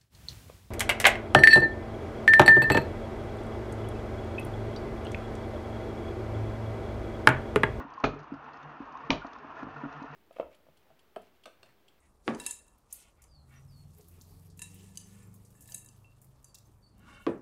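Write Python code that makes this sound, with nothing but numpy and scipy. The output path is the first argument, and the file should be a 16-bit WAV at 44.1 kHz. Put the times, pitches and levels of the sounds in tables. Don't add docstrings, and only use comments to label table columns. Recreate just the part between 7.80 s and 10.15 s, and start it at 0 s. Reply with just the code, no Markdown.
import sys
import numpy as np
from scipy import signal
from scipy.io import wavfile

SR = 44100
rng = np.random.default_rng(int(sys.argv[2]) if len(sys.argv) > 2 else 0)


def int16_out(signal):
    q = np.round(np.clip(np.atleast_2d(signal).T, -1, 1) * 32767)
    wavfile.write(sys.argv[1], SR, q.astype(np.int16))


def nominal_scale(level):
    x = np.asarray(level, float) / 20
    return 10 ** x


N = 103635
T = np.arange(N) / SR

# time_s, grind_db, chatter_db
LOAD = [(0, -41, -36), (.06, -60, -55), (.13, -54.5, -41.5), (.22, -54, -59.5), (.4, -54, -58),
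        (.55, -57, -51), (.68, -51.5, -45.5), (.8, -52.5, -62), (.95, -50, -51), (1.1, -50, -45.5),
        (1.25, -48, -47.5), (1.4, -56.5, -60), (1.55, -49, -46), (1.75, -48, -51), (1.9, -48.5, -54),
        (2.05, -45.5, -55), (2.2, -46.5, -68), (2.35, -49, -49.5)]
# start_s, level_db, rattle_db
KNOCKS = [(0.002, -34.5, -38), (0.014, -37, -48.5), (0.049, -34, -47.5), (0.236, -28.5, -27),
          (0.244, -22.5, -40), (0.27, -30.5, -40.5), (0.287, -31.5, -47.5), (0.334, -33, -40.5),
          (0.519, -29, -56.5), (0.537, -41, -45), (1.002, -30.5, -55.5), (1.019, -46, -45.5),
          (1.2972, -20, -38), (1.308, -26.5, -36), (1.446, -35.5, -36.5), (1.645, -41, -55),
          (1.827, -29.5, -44), (1.847, -36.5, -58), (1.867, -33.5, -42), (1.886, -45, -49),
          (1.96, -43, -50), (2.034, -28, -44), (2.051, -32, -43), (2.059, -36, -45.5),
          (2.217, -33.5, -45.5), (2.239, -41, -50), (2.301, -50, -56)]


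def rms_one(x):
    return x / np.sqrt(np.mean(x ** 2) + 1e-20)


def at_hz(points, hz):
    points_hz, values = np.transpose(points)
    return np.interp(np.log(hz), np.log(points_hz), values)


def column(rows, index=1):
    rows = np.array(rows)
    return np.interp(T, rows[:, 0], rows[:, index])


def drift(rate_hz):
    hop, settle = 40, 2000
    r = np.exp(-2 * np.pi * rate_hz * hop / SR)
    noise = rng.standard_normal(N // hop + settle + 2)
    slow = signal.lfilter([1], [1, -2 * r, r * r], noise)[settle:]
    return np.interp(np.arange(N) / hop, np.arange(len(slow)), rms_one(slow - slow.mean()))


def ring(x, hz, t60_s):
    r = nominal_scale(-60 / (t60_s * SR))
    w = 2 * np.pi * hz / SR
    return signal.lfilter([0, np.sin(w)], [1, -2 * r * np.cos(w), r * r], x + 1e-18)


def softened(x, hz, t60_s):
    r = nominal_scale(-60 / (t60_s * SR))
    return ring(x, hz, t60_s) * 2 * (1 - r)


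def resonance(x, hz, width_hz):
    r = np.exp(-np.pi * width_hz / SR)
    w = 2 * np.pi * hz / SR
    return rms_one(signal.lfilter([1, 0, -1], [1, -2 * r * np.cos(w), r * r], x + 1e-18))


def clicks(start_s, heights):
    out = np.zeros(N)
    np.add.at(out, (np.asarray(start_s) * SR).astype(int), heights)
    return out


def dying(start_s, level_db, t60_s):
    return signal.lfilter([1], [1, -nominal_scale(-60 / (t60_s * SR))], clicks(start_s, nominal_scale(level_db)) + 1e-18)


def filtered(x, order, hz, kind):
    return signal.sosfilt(signal.butter(order, hz, kind, fs=SR, output="sos"), x)


def bands():
    edges_hz = 28 * 2 ** np.arange(0, 8.2, 1 / 3)
    white = rng.standard_normal((2, N))
    for k, (low_hz, high_hz) in enumerate(zip(edges_hz, edges_hz[1:])):
        yield np.sqrt(low_hz * high_hz), filtered(white[k % 2], 2, [low_hz, high_hz], "band")


def grind():
    # pitch_hz, width_hz, level_db
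    casing_modes = [(443.3, 16, -1.5), (690, 21, 0), (770, 62, -8.5), (1257, 190, -14), (1400, 62, -1),
                    (1798, 61, -1.5), (2583, 44, -10.5)]
    grains_per_s, grain_spread_db = 800, 2.5
    chatters_per_s, chatter_hz, chatter_width_hz = 190, 1030, 170
    level_db, surge_db, speed_wander = -7, 3, .03
    sizes = nominal_scale(grain_spread_db * np.minimum(rng.exponential(1, N), 4)) * rng.choice([-1, 1], N)
    draw = rng.random((len(casing_modes) + 1, N))
    casing = np.zeros(N)
    for k, (hz, width_hz, mode_db) in enumerate(casing_modes):
        contacts = sizes * (draw[k] < grains_per_s / SR)
        casing += nominal_scale(mode_db) * resonance(contacts, hz, width_hz)
    casing = np.interp(np.cumsum(1 + speed_wander * drift(5)), np.arange(N), casing)
    chatter = sizes * (draw[-1] < chatters_per_s / SR)
    chatter = resonance(chatter, chatter_hz, chatter_width_hz)
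    chatter = resonance(chatter, chatter_hz, 2 * chatter_width_hz)
    loaded = nominal_scale(column(LOAD)) * rms_one(casing) + nominal_scale(column(LOAD, index=2)) * chatter
    return nominal_scale(level_db + surge_db * drift(21)) * loaded


def roll():
    # pitch_hz, level_db_per_hz
    roll_spectrum = [(25, -12.5), (60, 6), (110, -2), (180, -10), (280, 18), (370, -3), (560, 6),
                     (720, 10.5), (1100, 14.5), (1450, 9), (2050, -6.5), (2600, -2), (3600, -24),
                     (5000, -36.5), (6000, -33), (7200, -30.5)]
    level_db, follow_db_per_db, patchy_db = -49, 0.32, 1.5
    load_db, together = column(LOAD), drift(36)
    out = np.zeros(N)
    for hz, band in bands():
        flicker_db = patchy_db * (.5 * together + drift(25))
        out += nominal_scale(at_hz(roll_spectrum, hz) + flicker_db) * band
    return nominal_scale(level_db + follow_db_per_db * (load_db - load_db.mean())) * rms_one(out)


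def hum():
    # time_s, level_db
    hum_level = [(0.0, -52.5), (0.225, -81.5), (0.245, -43.5), (0.42, -53), (0.47, -82), (0.52, -54.5),
                 (0.82, -71), (0.865, -47.5), (0.91, -59), (1.07, -84.5), (1.12, -56), (1.21, -81),
                 (1.255, -50), (1.292, -66.5), (1.32, -47), (1.39, -52.5), (1.43, -83), (1.58, -78.5),
                 (1.62, -59.5), (1.76, -71.5), (1.84, -52), (1.92, -62), (1.98, -49), (2.02, -58.5),
                 (2.05, -44.5), (2.11, -76), (2.18, -46.5), (2.26, -75), (2.31, -48.5), (2.35, -55)]
    pitch_hz, wander_hz, flicker_db = 145, 3, 2.5
    level = nominal_scale(column(hum_level) + flicker_db * drift(7.8))
    phase = 2 * np.pi * np.cumsum(pitch_hz + wander_hz * drift(12)) / SR
    return np.sqrt(2) * level * np.sin(phase)


def knocks():
    # pitch_hz, level_db, t60_s
    frame_modes = [(205, -17, .05), (245, -12, .055), (280, -7.5, .065), (325, -12, .05), (430, -16, .05)]
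    vary_db, contact_hz, contact_t60_s, low_cut_hz = 1.5, 284.5, 0.028, 150
    rattle_band_hz, rattle_t60_s = [422, 1420], 0.051
    start_s, level_db, rattle_db = np.transpose(KNOCKS)
    vary = rng.normal(0, vary_db, (len(start_s), len(frame_modes)))
    out = np.zeros(N)
    for k, (hz, mode_db, t60_s) in enumerate(frame_modes):
        out += ring(clicks(start_s, nominal_scale(level_db + mode_db + vary[:, k])), hz, t60_s)
    out = filtered(2 * softened(out, contact_hz, contact_t60_s), 2, low_cut_hz, "high")
    shake = rng.standard_normal(N) * dying(start_s, rattle_db + 13, rattle_t60_s)
    return out + filtered(shake, 4, rattle_band_hz, "band")


def rubs():
    rub_list = [(0.013, -34.5, 1070), (0.067, -41, 942), (0.119, -36, 1019), (0.178, -32, 1070),
                (0.2, -32.5, 1030), (0.207, -41, 846), (0.543, -44.5, 1380), (0.679, -39.5, 927),
                (0.89, -47, 1170), (1.086, -42, 1210), (1.153, -34.5, 1055), (1.169, -36.5, 1092),
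                (1.238, -36.5, 1133), (1.419, -37, 1420), (1.447, -37.5, 690), (1.768, -40.5, 1423),
                (1.824, -39, 1400), (1.873, -40, 1030), (1.889, -41, 740), (1.964, -37.5, 1405),
                (1.991, -43, 1045), (2.013, -42, 984), (2.042, -36, 1412), (2.174, -50, 1200),
                (2.236, -38.5, 976)]
    lead_s, swell_s, t60_s, rough_db = 0.003876, 0.0053, 0.045, -0.5
    out = np.zeros(N)
    for time_s, level_db, hz in rub_list:
        t = T - time_s + lead_s
        swell = np.clip(t / swell_s, 0, 1) ** 2
        decay = nominal_scale(-60 * np.clip(t - swell_s, 0, 1) / t60_s)
        out += nominal_scale(level_db) * swell * decay * np.sin(2 * np.pi * hz * t)
    return out * nominal_scale(rough_db * drift(150))


def ticks():
    # start_s, level_db, pitch_hz
    tick_list = [(0.102, -52.5, 3290), (0.1378, -47, 4700), (0.186, -56, 4130), (0.2005, -47.5, 4420),
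                 (0.3444, -55, 3630), (0.3903, -47, 4190), (0.3993, -55.5, 4580), (0.4306, -53, 4640),
                 (0.54, -53, 5020), (0.6419, -54, 3980), (0.7334, -46.5, 4270), (0.7704, -52, 5180),
                 (0.829, -47.5, 3600), (1.053, -56, 3730), (1.1232, -50.5, 4370), (1.171, -49.5, 3730),
                 (1.466, -44.5, 4360), (1.532, -42.5, 3460), (1.585, -51, 4000), (1.7537, -58, 3710),
                 (1.83, -52, 4100), (2.126, -49, 4150), (2.174, -55, 3760), (2.225, -46, 4000),
                 (2.3118, -50.5, 3900)]
    ring_db, ring_t60_s, soften_t60_s = -12, .025, .006
    puff_db, puff_t60_s, puff_band_hz = -6, .035, [3300, 6800]
    small_per_s, small_db, small_spread_db = 25, -71.5, 3
    out = np.zeros(N)
    for tick_s, tick_db, hz in tick_list:
        out += softened(ring(clicks([tick_s], nominal_scale(tick_db + ring_db)), hz, ring_t60_s), hz, soften_t60_s)
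    start_s, level_db, _ = np.transpose(tick_list)
    small = np.flatnonzero(rng.random(N) < small_per_s / SR)
    small_levels_db = small_db + small_spread_db * rng.standard_normal(N)[small]
    puffs = dying(np.r_[start_s, small / SR], np.r_[level_db + puff_db, small_levels_db], puff_t60_s)
    return out + filtered(puffs * rng.standard_normal(N), 2, puff_band_hz, "band")


def clanks():
    # start_s, level_db, pitch_hz, t60_s
    cracks = [(0.2369, -22, 770, 0.017), (0.24, -15, 2570, 0.01), (.241, -18.5, 2120, 0.019),
              (0.2409, -14.5, 1281, 0.017), (0.242, -18.5, 1610, 0.01), (0.245, -21.5, 1380, 0.027),
              (0.25, -30.5, 2450, 0.087), (.243, -17.5, 827, 0.028), (0.241, -21, 420, 0.06),
              (.272, -29.5, 440, 0.05), (0.36, -35.5, 420, 0.077), (0.25, -22, 610, 0.045),
              (0.2407, -28.5, 4010, 0.014), (1.3044, -13, 2400, .012), (1.3048, -19, 2900, .009),
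              (1.305, -19, 3700, .008), (1.3052, -24, 4500, .008), (1.3036, -33.5, 5700, 0.022),
              (1.3045, -21.5, 935, 0.062), (1.312, -28.5, 2400, 0.024), (1.318, -29, 620, 0.1),
              (1.309, -22, 281, 0.12), (1.329, -35.5, 3100, 0.015)]
    # start_s, level_db, tilt_db_per_octave, boom_db
    clank_list = [(0.24, -27.5, 1, -16), (1.3042, -28.5, 2.5, -18)]
    # pitch_hz, level_db_per_band
    shudder = [(30, -34.5), (60, -21.5), (110, -12), (190, -5.5), (280, -7), (420, -5), (600, -2),
               (850, -8), (1300, -9.5), (2000, -17), (2700, -13.5), (3600, -13), (5000, -25.5),
               (7200, -22.5)]
    # pitch_hz, t60_s
    shudder_t60 = [(40, .3), (110, 0.16), (280, 0.18), (740, 0.18), (1940, 0.13), (5120, 0.14)]
    # pitch_hz, level_db, t60_s
    stand_modes = [(41.8, -16.5, 0.2), (96.7, -17, 0.18)]
    soften_cycles, loose_db = 3, 2
    splash_db, splash_t60_s, splash_cut_hz = -5.5, .015, 2500
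    stand_by_knock_db, stand_soften_t60_s = -9, .15

    out = np.zeros(N)
    for crack_s, crack_db, hz, t60_s in cracks:
        out += softened(ring(clicks([crack_s], nominal_scale(crack_db)), hz, t60_s), hz, soften_cycles / hz)
    out *= nominal_scale(loose_db * drift(53))

    start_s, level_db, tilt_db, boom_db = np.transpose(clank_list)
    splash = rng.standard_normal(N) * dying(start_s, level_db + tilt_db + splash_db, splash_t60_s)
    out += filtered(splash, 2, splash_cut_hz, "high")

    knock_s, knock_db, _ = np.transpose(KNOCKS)
    blows = clicks(start_s, nominal_scale(boom_db)) + clicks(knock_s, nominal_scale(knock_db + stand_by_knock_db))
    for hz, mode_db, t60_s in stand_modes:
        boom = softened(ring(blows * nominal_scale(mode_db), hz, t60_s), hz, stand_soften_t60_s)
        out += boom * nominal_scale(loose_db * drift(17))

    for hz, band in bands():
        octaves_over_1khz = max(np.log2(hz / 1000), 0)
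        band_db = level_db + at_hz(shudder, hz) + tilt_db * octaves_over_1khz
        out += rms_one(band) * dying(start_s, band_db, at_hz(shudder_t60, hz))
    return out


def room(x):
    t60_s, first_echo_s, wall_cut_hz = .3, .012, 9500
    t = T[:SR // 2]
    tail = rng.standard_normal(len(t)) * nominal_scale(-60 * t / t60_s) * (t > first_echo_s)
    tail = filtered(tail, 1, wall_cut_hz, "low")
    return signal.fftconvolve(x, tail / np.linalg.norm(tail))[:N]


def scene():
    room_db = -15.5
    dull = knocks()
    bright = rubs() + ticks() + clanks()
    reflections = nominal_scale(room_db) * room(.5 * dull + bright)
    return (dull + bright + reflections + grind() + roll() + hum())[None]


def top_cut(x):
    return signal.sosfilt(signal.butter(12, 7280, fs=SR, output="sos"), x)


def record(dry):
    cutoff_hz, stop_db, hiss_db = 7870, 50, -92.5
    cut = signal.sosfilt(signal.cheby2(10, stop_db, cutoff_hz, fs=SR, output="sos"), dry)
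    mix = cut + nominal_scale(hiss_db) * rng.standard_normal(dry.shape)
    return top_cut(mix)


dry = scene()
out = record(dry)
int16_out(out)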